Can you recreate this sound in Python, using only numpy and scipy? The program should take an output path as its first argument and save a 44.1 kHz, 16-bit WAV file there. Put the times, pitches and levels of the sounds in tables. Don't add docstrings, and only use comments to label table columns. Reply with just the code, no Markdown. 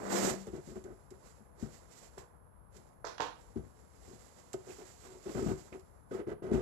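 import sys
import numpy as np
from scipy import signal
from scipy.fft import rfft, irfft
from scipy.io import wavfile

SR = 44100
rng = np.random.default_rng(int(sys.argv[2]) if len(sys.argv) > 2 else 0)


def transcribe(signal):
    frames = np.atleast_2d(signal).T
    limited = np.clip(frames, -1, 1)
    pcm = np.round(limited * 32767).astype(np.int16)
    wavfile.write(sys.argv[1], SR, pcm)


N = 291743

CAVITY_HZ = 370
INSTANT_DB_PER_S, FLOOR_DB = 1e5, -200


def amp(db):
    return 10 ** (np.asarray(db) / 20)


def rms_one(x):
    return x / np.sqrt(np.mean(x ** 2) + 1e-20)


def lowpass(order, hz):
    return signal.butter(order, hz, fs=SR, output="sos")


def in_time(rows):
    s, *columns = np.transpose(rows)
    return [np.interp(np.arange(N) / SR, s, c) for c in columns]


def on_bins(points):
    hz, db = np.transpose(points)
    return np.interp(np.log(np.fft.rfftfreq(8192, 1 / SR) + 1), np.log(hz), db)


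def colour(x, db):
    cepstrum = irfft(np.log(amp(db)))
    half = len(cepstrum) // 2
    cepstrum[1:half] *= 2
    cepstrum[half + 1:] = 0
    impulse = irfft(np.exp(rfft(cepstrum)))[:half]
    return signal.oaconvolve(x, impulse)[:N]


def grains(per_s, spread_db):
    sizes = amp(spread_db * np.minimum(rng.exponential(1, N), 4))
    signs = rng.choice([-1, 1], N)
    return rms_one(sizes * signs * (rng.random(N) < per_s / SR))


def drift(rate):
    r = np.exp(-2 * np.pi * rate / SR)
    return rms_one(signal.lfilter([1], [1, -2 * r, r * r], rng.standard_normal(N + SR))[SR:])


def swell(s, held, db, rise, fall):
    t = np.arange(N) / SR
    return db - rise * np.maximum(s - t, 0) - fall * np.maximum(t - s - held, 0)


def sudden(s, held, db, fall):
    return amp(np.maximum(swell(s, held, db, INSTANT_DB_PER_S, fall), FLOOR_DB))


GRIT_BUILDS_S = 0.0072


def builds(s):
    return 1 - np.exp(-np.maximum(np.arange(N) / SR - s, 0) / GRIT_BUILDS_S)


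def ring(force, hz, t60):
    r, w = amp(-60 / (t60 * SR)), 2 * np.pi * hz / SR
    return signal.lfilter([0, np.sin(w)], [1, -2 * r * np.cos(w), r * r], force + 1e-18)


def tilt(db_per_octave, hz):
    return db_per_octave * np.log2(hz / CAVITY_HZ)


def strike(times, peaks_db, modes, spread_db, tilt_db=0):
    luck = amp(spread_db * rng.standard_normal((len(times), len(modes))))
    out = np.zeros(N)
    for k, (hz, level_db, t60) in enumerate(modes):
        clicks = np.zeros(N)
        heights = amp(peaks_db + level_db + tilt(tilt_db, hz)) * luck[:, k]
        clicks[np.round(times * SR).astype(int)] = heights
        out += (-1) ** k * ring(clicks, hz, t60)
    return out


def rubbed(level_db, modes, per_s, tilt_db=0):
    patches = [grains(per_s, spread_db=5.0) for _ in modes]
    steady = sum(amp(db) * ring(patch, hz, t60) for patch, (hz, db, t60) in zip(patches, modes))
    moving = sum(ring(amp(level_db + db + tilt(tilt_db, hz)) * patch, hz, t60)
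                 for patch, (hz, db, t60) in zip(patches, modes))
    return moving / np.std(steady)


def puffs(times, peaks_db, t60, spectrum):
    t, envelope = np.arange(N) / SR, np.zeros(N)
    for s, db in zip(times, peaks_db):
        envelope += (t >= s) * amp(db - 60 * np.clip(t - s, 0, 1) / t60)
    return envelope * rms_one(colour(rng.standard_normal(N), on_bins(spectrum)))


# (time [s], ring [dB], low body [dB re ring], hiss [dB], rasp [dB re hiss])
PULL = [(0.0, -49, -21, -67.5, 19), (0.086, -46, -43, -59.5, 13), (0.13, -43, -28.5, -43, 5),
        (0.3, -43.5, -30.5, -40.5, 1.5), (0.345, -47, -26, -57, 7), (0.43, -64, -18, -71, -24)]


def pulling():
    return in_time(PULL + [(PULL[-1][0] + .05, -120, 0, -120, 0)])


# (frequency [Hz], level [dB], t60 [s])
SLEEVE_MODES = [(193, 1.5, 0.38), (339, -0.5, 0.2), (425, 9.5, 0.023), (529, -10.5, 0.061),
                (708, 0.5, 0.022), (910, -20, 0.019), (1270, -31, 0.046)]


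def drawer():
    ring_db, low_db, _, _ = pulling()
    walls = rubbed(ring_db, SLEEVE_MODES, per_s=1300.0)
    return walls + rubbed(ring_db + low_db, BODY_MODES[3:], per_s=420.0)


# (time [s], hiss [dB])
CLOTH = [(0.4, -69), (0.95, -76), (1.1, -82.5), (1.3, -70.5), (1.54, -91), (1.62, -73.5), (2.1, -81),
         (2.3, -93.5), (2.68, -100), (2.75, -68.5), (3.03, -92), (3.5, -76), (3.92, -75.5), (4.1, -65),
         (4.62, -72), (4.72, -64), (5.2, -65), (5.45, -56.5), (5.95, -83), (6.62, -127)]
# (time at full level [s], held [s], hiss [dB])
RUSTLES = [(0.673, 0.032, -64.5), (1.27, 0.013, -74), (1.625, 0.011, -64.5), (1.73, 0.05, -68.5),
           (1.924, 0.0067, -65.5), (1.98, 0.0067, -64), (2.046, 0.016, -63.5), (2.189, 0.0077, -62.5),
           (3.41, 0.0088, -75), (4.71, 0.065, -68.5), (6.141, 0.01, -66.5), (6.53, 0.049, -70)]
SWELL_DB_PER_S, FADE_DB_PER_S = 418, 354
RASP_DB, RASP_FOLLOWS = -67, 0.27
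SKID_HISS_DB, SKID_RASP_DB, STROKE_RASP_DB = -29.5, -19, -18


def rubbing_levels():
    _, _, drawer_db, drawer_rasp_db = pulling()
    rustles = sum(amp(swell(*row, SWELL_DB_PER_S, FADE_DB_PER_S)) for row in RUSTLES)
    cloth = amp(in_time(CLOTH)[0]) + rustles
    skids = skidding()
    hiss = amp(drawer_db) + cloth + amp(SKID_HISS_DB) * skids
    cloth_rasp = amp(RASP_DB) * (cloth / amp(-70)) ** RASP_FOLLOWS
    stroke_rasp = amp(dragging()[0] + STROKE_RASP_DB)
    rasp = amp(drawer_db + drawer_rasp_db) + cloth_rasp + amp(SKID_RASP_DB) * skids + stroke_rasp
    return hiss, rasp


# (frequency [Hz], level [dB per Hz])
HISS_SPECTRUM = [(1180, -11), (2000, 0.5), (2250, -2.5), (3340, -4), (5220, 0), (6090, -0.5), (7480, 7.5),
                 (9190, -12), (12200, -7.5), (15500, -38.5)]
RASP_SPECTRUM = [(100, -32.5), (190, -1), (500, 5.5), (900, -2.5), (1500, -7), (2100, -12), (2900, -27.5),
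                 (4500, -42.5)]
DRAG_SPECTRUM = [(530, -16), (900, -6), (1240, -11.5), (1880, -16.5), (2650, -16.5), (4250, -22),
                 (7440, -19), (9090, -27), (13000, -35)]
# (time [s], level [dB])
TICKS = [(0.468, -56.5), (0.56, -61.5), (0.756, -64), (0.84, -60), (1.105, -59.5), (1.598, -61),
         (2.181, -53), (2.766, -58), (4.531, -44.5), (5.795, -65)]
# (time [s], level [dB])
SNAGS = [(4.704, -57), (5.727, -52)]
# (frequency [Hz], level [dB per Hz])
SNAG_SPECTRUM = [(1200, -5), (2400, 8), (3800, -18), (9000, -39)]
TICK_T60_S = 0.062
FLUTTER_DB, FLUTTER_HZ = 1, 33
GRIT_SPLIT_HZ = 2650


def sliding():
    hiss_gain, rasp_gain = rubbing_levels()
    flutter = amp(FLUTTER_DB * drift(FLUTTER_HZ))
    fine_gain, coarse_gain = flutter * dragging()[2]
    jerks, sides = amp(1.67 * drift(12.0)), []
    for _ in range(2):
        hiss = rms_one(colour(grains(9000., spread_db=1.5), on_bins(HISS_SPECTRUM)))
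        rasp = rms_one(colour(grains(2500., spread_db=2.0), on_bins(RASP_SPECTRUM)))
        drag = rms_one(colour(grains(2500., spread_db=1.5), on_bins(DRAG_SPECTRUM)))
        dull = signal.sosfiltfilt(lowpass(2, GRIT_SPLIT_HZ), drag)
        fibres = jerks * (hiss_gain * hiss + flutter * rasp_gain * rasp)
        grit = fine_gain * (drag - dull) + coarse_gain * dull
        ticks = puffs(*np.transpose(TICKS), TICK_T60_S, HISS_SPECTRUM)
        snags = puffs(*np.transpose(SNAGS), TICK_T60_S, SNAG_SPECTRUM)
        sides.append(fibres + grit + ticks + snags)
    return np.array(sides)


# (frequency [Hz], level [dB per Hz])
TONE_LEFT = [(25, -22.5), (45, 13.5), (90, 7.5), (200, -1), (400, -18.5), (800, -31.5), (1300, -49),
             (3000, -38), (7500, -45), (9000, -32.5), (10700, -15.5), (11800, -27), (12800, -46.5)]
TONE_RIGHT = [(40, -11.5), (220, -19.5), (400, -13), (1000, -7), (1700, -18.5), (2500, -114), (5500, -69),
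              (7400, -39.5), (8500, -54), (12500, -36), (13500, -63)]
TONE_DB, TONE_SHARED_HZ = -59.5, 382


def room_tone():
    common, left, right = rng.standard_normal((3, N))
    low = lowpass(2, TONE_SHARED_HZ)
    left, right = [own + signal.sosfilt(low, common - own) for own in (left, right)]
    tones = [colour(left, on_bins(TONE_LEFT)), colour(right, on_bins(TONE_RIGHT))]
    return amp(TONE_DB) * rms_one(np.array(tones))


# (time [s], held [s], force [dB], low body [dB re ring], grit [dB re force])
STROKES = [(0.47, 0.015, -45, -8.5, -15), (0.529, 0.052, -48, -3.5, -17), (0.67, 0.064, -56, 0, -45),
           (0.754, 0.02, -49, -6.5, -18), (0.843, 0.083, -51.5, -10.5, -42), (1.108, 0.012, -56.5, -3, -35),
           (1.405, 0.016, -68.5, 1, -27), (1.577, 0.098, -62.5, -26, -33), (2.174, 0.0029, -51.5, -3, -38),
           (2.76, 0.026, -61, -8.5, -29), (4.074, 0.076, -62.5, -1, -22), (4.668, 0.051, -52, -16, -10),
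           (4.784, 0.039, -54, -28, -6.5), (5.028, 0.14, -62.5, -9, -4), (5.256, 0.062, -49.5, -7, -10),
           (5.346, 0.05, -39, -5, -17.5), (5.405, 0.045, -48, -8, -14), (5.462, 0.055, -40.5, 1.5, -15.5),
           (5.721, 0.039, -47.5, -9.5, -15.5), (6.109, 0.1, -43, -13, -16), (6.267, 0.061, -42, -11, -20.5),
           (6.421, 0.082, -44, -9.5, -18), (6.521, 0.14, -42.5, -18, -13.5)]
RELEASE_DB_PER_S, COARSE_RELEASE_DB_PER_S = 913, 392
PRESS_DB_PER_S, GRIT_FADE_DB_PER_S = 13, 97
SHUDDER_DB, SHUDDER_DB_PER_S, SHUDDER_FOLLOWS, SHUDDER_GRIT_DB = -15, 285, 1, -18


def dragging():
    force, low, fine, coarse = np.zeros((4, N)) + 1e-7
    for s, held, db, low_db, grit_db in STROKES:
        grip = sudden(s, held, db, RELEASE_DB_PER_S)
        since = np.clip(np.arange(N) / SR - s, 0, held)
        pressed = grip * amp(PRESS_DB_PER_S * since)
        force += pressed
        low += pressed * amp(low_db)
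        fine += grip * amp(grit_db - GRIT_FADE_DB_PER_S * since) * builds(s)
        coarse += sudden(s, held, db + grit_db, COARSE_RELEASE_DB_PER_S) * builds(s)
    for s, db, low_db, _ in KNOCKS:
        shudder = sudden(s, 0, db + SHUDDER_DB + SHUDDER_FOLLOWS * low_db, SHUDDER_DB_PER_S)
        force += shudder
        low += shudder * amp(low_db)
        fine += shudder * amp(SHUDDER_GRIT_DB)
        coarse += shudder * amp(SHUDDER_GRIT_DB)
    return 20 * np.log10(force), 20 * np.log10(low), (fine, coarse)


# (time [s], force [dB], low body [dB re force], hardness [dB per octave])
KNOCKS = [(0.171, -41, -29, -1), (0.241, -36, -8, -2), (0.269, -31.5, -27, 8), (0.303, -33.5, -3.5, -2),
          (1.625, -41.5, 4.5, -11), (3.558, -38, 3.5, -29), (3.571, -45.5, 6, -23), (4.539, -33, -17, 9),
          (5.261, -36.5, -11, -3), (5.286, -37, -20, -17), (5.379, -41, -1, 13), (5.421, -35, -0.5, -11),
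          (5.468, -26, -8.5, -12), (5.512, -35, -2.5, -5), (6.512, -24.5, -6, -2), (6.531, -43.5, 12.5, 1),
          (6.543, -27.5, -5.5, -1)]
# (frequency [Hz], level [dB], t60 [s])
BOX_MODES = [(317.2, -12.5, 0.13), (368.7, 3, 0.074), (404.3, 0.5, 0.075), (475, -20, 0.073),
             (545.3, -16.5, 0.093), (645, -15.5, 0.085), (753, -11.5, 0.027), (1256, -18, 0.037),
             (1514, -21.5, 0.047), (2000, -26, 0.031)]
# (frequency [Hz], level [dB], t60 [s])
BODY_MODES = [(61, -9, 0.22), (119.6, -4, 0.11), (146.4, -5, 0.12), (212.4, 5.5, 0.056), (251, 6, 0.033)]
STROKE_HARDNESS_DB = 2.5
BITE_DB = 3


def box():
    force_db, low_db, _ = dragging()
    strokes = rubbed(force_db, BOX_MODES, 1500., STROKE_HARDNESS_DB)
    strokes += rubbed(low_db, BODY_MODES, per_s=270.0)
    s, peak_db, body_db, hardness = np.transpose(KNOCKS)
    knocks = strike(s, peak_db, BOX_MODES, 0.32, hardness)
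    knocks += strike(s, peak_db + body_db, BODY_MODES, spread_db=3.0)
    s, _, grip_db, grip_low_db, _ = np.transpose(STROKES)
    knocks += strike(s, grip_db + BITE_DB, BOX_MODES, spread_db=2.5)
    knocks += strike(s, grip_db + BITE_DB + grip_low_db, BODY_MODES, spread_db=4.0)
    return strokes + signal.sosfilt(lowpass(2, 650), knocks)


# (time [s], force [dB], crack [dB re force],
# change of the crack at the dip frequency [dB], hardness [dB per octave])
SLAPS = [(2.178, -41, -17, 2, -2), (3.0434, -30.5, -23, -22, -2), (3.0503, -45, 8.5, -23, 3.5),
         (3.069, -40.5, 5, -8, 1.5), (3.181, -56, 17, 5, 10.5), (3.187, -66, 10, -5, -2),
         (3.198, -24.5, -28, -1, -3), (3.2045, -31, 3, 2.5, 5), (3.221, -43.5, 4, -7, 4)]
SKID_RING_DB, SKID_T60_S = -25.5, 0.21


def skidding():
    return sum(sudden(s, 0, db, 60 / SKID_T60_S) * builds(s) for s, db, *_ in SLAPS)


# (frequency [Hz], level [dB], t60 [s])
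WALLET_MODES = [(245, -22, 0.016), (460, -8, 0.017), (653, -3.5, 0.016), (870, 0, 0.016), (958, 1, 0.017),
                (1137, -3, 0.018), (1246, -2, 0.012), (1553, 1.5, 0.0058)]
# (frequency [Hz], level [dB per Hz])
CRACK_SPECTRUM = [(700, -16), (1500, -1), (2300, 5), (3000, 5.5), (6400, -0.5), (7900, -12), (9000, -38),
                  (13000, -45)]
DIP_HZ, DIP_OCTAVES = 2810, 0.2
CRACKLE_DB, CRACKLE_T60_S = -24, 0.19


def wallet():
    s, peak_db, crack_db, dip_db, hardness = np.transpose(SLAPS)
    octaves = on_bins([(1, 0), (SR, np.log2(SR))])
    dip = np.exp(-(octaves - np.log2(DIP_HZ)) ** 2 / (2 * DIP_OCTAVES ** 2))
    t, cracks = np.arange(SR // 5) / SR, np.zeros(N + SR)
    for start, db, depth in zip(np.round(s * SR).astype(int), peak_db + crack_db, dip_db):
        shape = on_bins(CRACK_SPECTRUM) + depth * dip
        crackle = amp(CRACKLE_DB - 60 * t / CRACKLE_T60_S) * grains(3000, 4)[:len(t)]
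        bare_peak = np.max(np.abs(colour(np.ones(1), shape)))
        click = colour((t == 0) + crackle, shape) / bare_peak
        cracks[start:start + len(click)] -= amp(db) * click
    skids_db = 20 * np.log10(skidding() + 1e-9)
    slaps = strike(s, peak_db, WALLET_MODES, 2.5, hardness)
    return slaps + cracks[:N] + rubbed(skids_db + SKID_RING_DB, WALLET_MODES, per_s=500.)


ROOM_T60_S, ROOM_DULL_HZ = 0.35, 5030
ROOM_BUILDS_S, ROOM_SHARED_HZ = 0.0086, 211


def room(x):
    t = np.arange(SR // 2) / SR
    envelope = amp(-60 * t / ROOM_T60_S) * (1 - np.exp(-(t / ROOM_BUILDS_S) ** 2))
    tail = rng.standard_normal((2, len(t))) * envelope
    tail[0] += signal.sosfiltfilt(lowpass(2, ROOM_SHARED_HZ), tail[1] - tail[0])
    tail = signal.sosfilt(lowpass(1, ROOM_DULL_HZ), tail)
    tail /= np.sqrt(np.sum(tail ** 2, axis=1, keepdims=True))
    return signal.oaconvolve(x[None], tail, axes=1)[:, :N]


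SCATTER_HZ, SCATTER_T60_S = 835, .08


def shielded(x):
    t = np.arange(SR // 10) / SR
    paths = rng.standard_normal(len(t)) * amp(-60 * t / SCATTER_T60_S)
    scattered = signal.oaconvolve(x, paths / np.sqrt(np.sum(paths ** 2)))[:N]
    return scattered + signal.sosfiltfilt(lowpass(2, SCATTER_HZ), x - scattered)


# (frequency [Hz], level [dB])
LEAN = [(110, 18), (200, 13), (380, 1.5), (700, -3.5), (1050, -9.5), (1600, -11.5), (2400, -19),
        (4400, -29.5), (7500, -44), (10500, -9), (12500, -33), (15000, -49.5)]
RIGHT_LAG_S = 0.0004


def microphones(x):
    lean = amp(on_bins(LEAN)) ** 2
    left_db, right_db = 10 * np.log10([lean / (1 + lean), 1 / (1 + lean)])
    late = np.pad(x[1], (round(RIGHT_LAG_S * SR), 0))[:N]
    return 2 * np.array([colour(shielded(x[0]), left_db), colour(late, right_db)])


def scene():
    body, friction, table = box() + drawer(), sliding(), wallet()
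    wet = room(amp(-16.0) * (body + friction[1]) + amp(-5.5) * table)
    return microphones(body + friction + table + wet) + room_tone()


BASS_CUT_HZ, CUTOFF_HZ = 36, 15680


def record(dry):
    dry = signal.sosfilt(signal.butter(4, BASS_CUT_HZ, "high", fs=SR, output="sos"), dry)
    return signal.sosfilt(signal.ellip(14, .5, 80, CUTOFF_HZ, fs=SR, output="sos"), dry)


dry = scene()
out = record(dry)
transcribe(out)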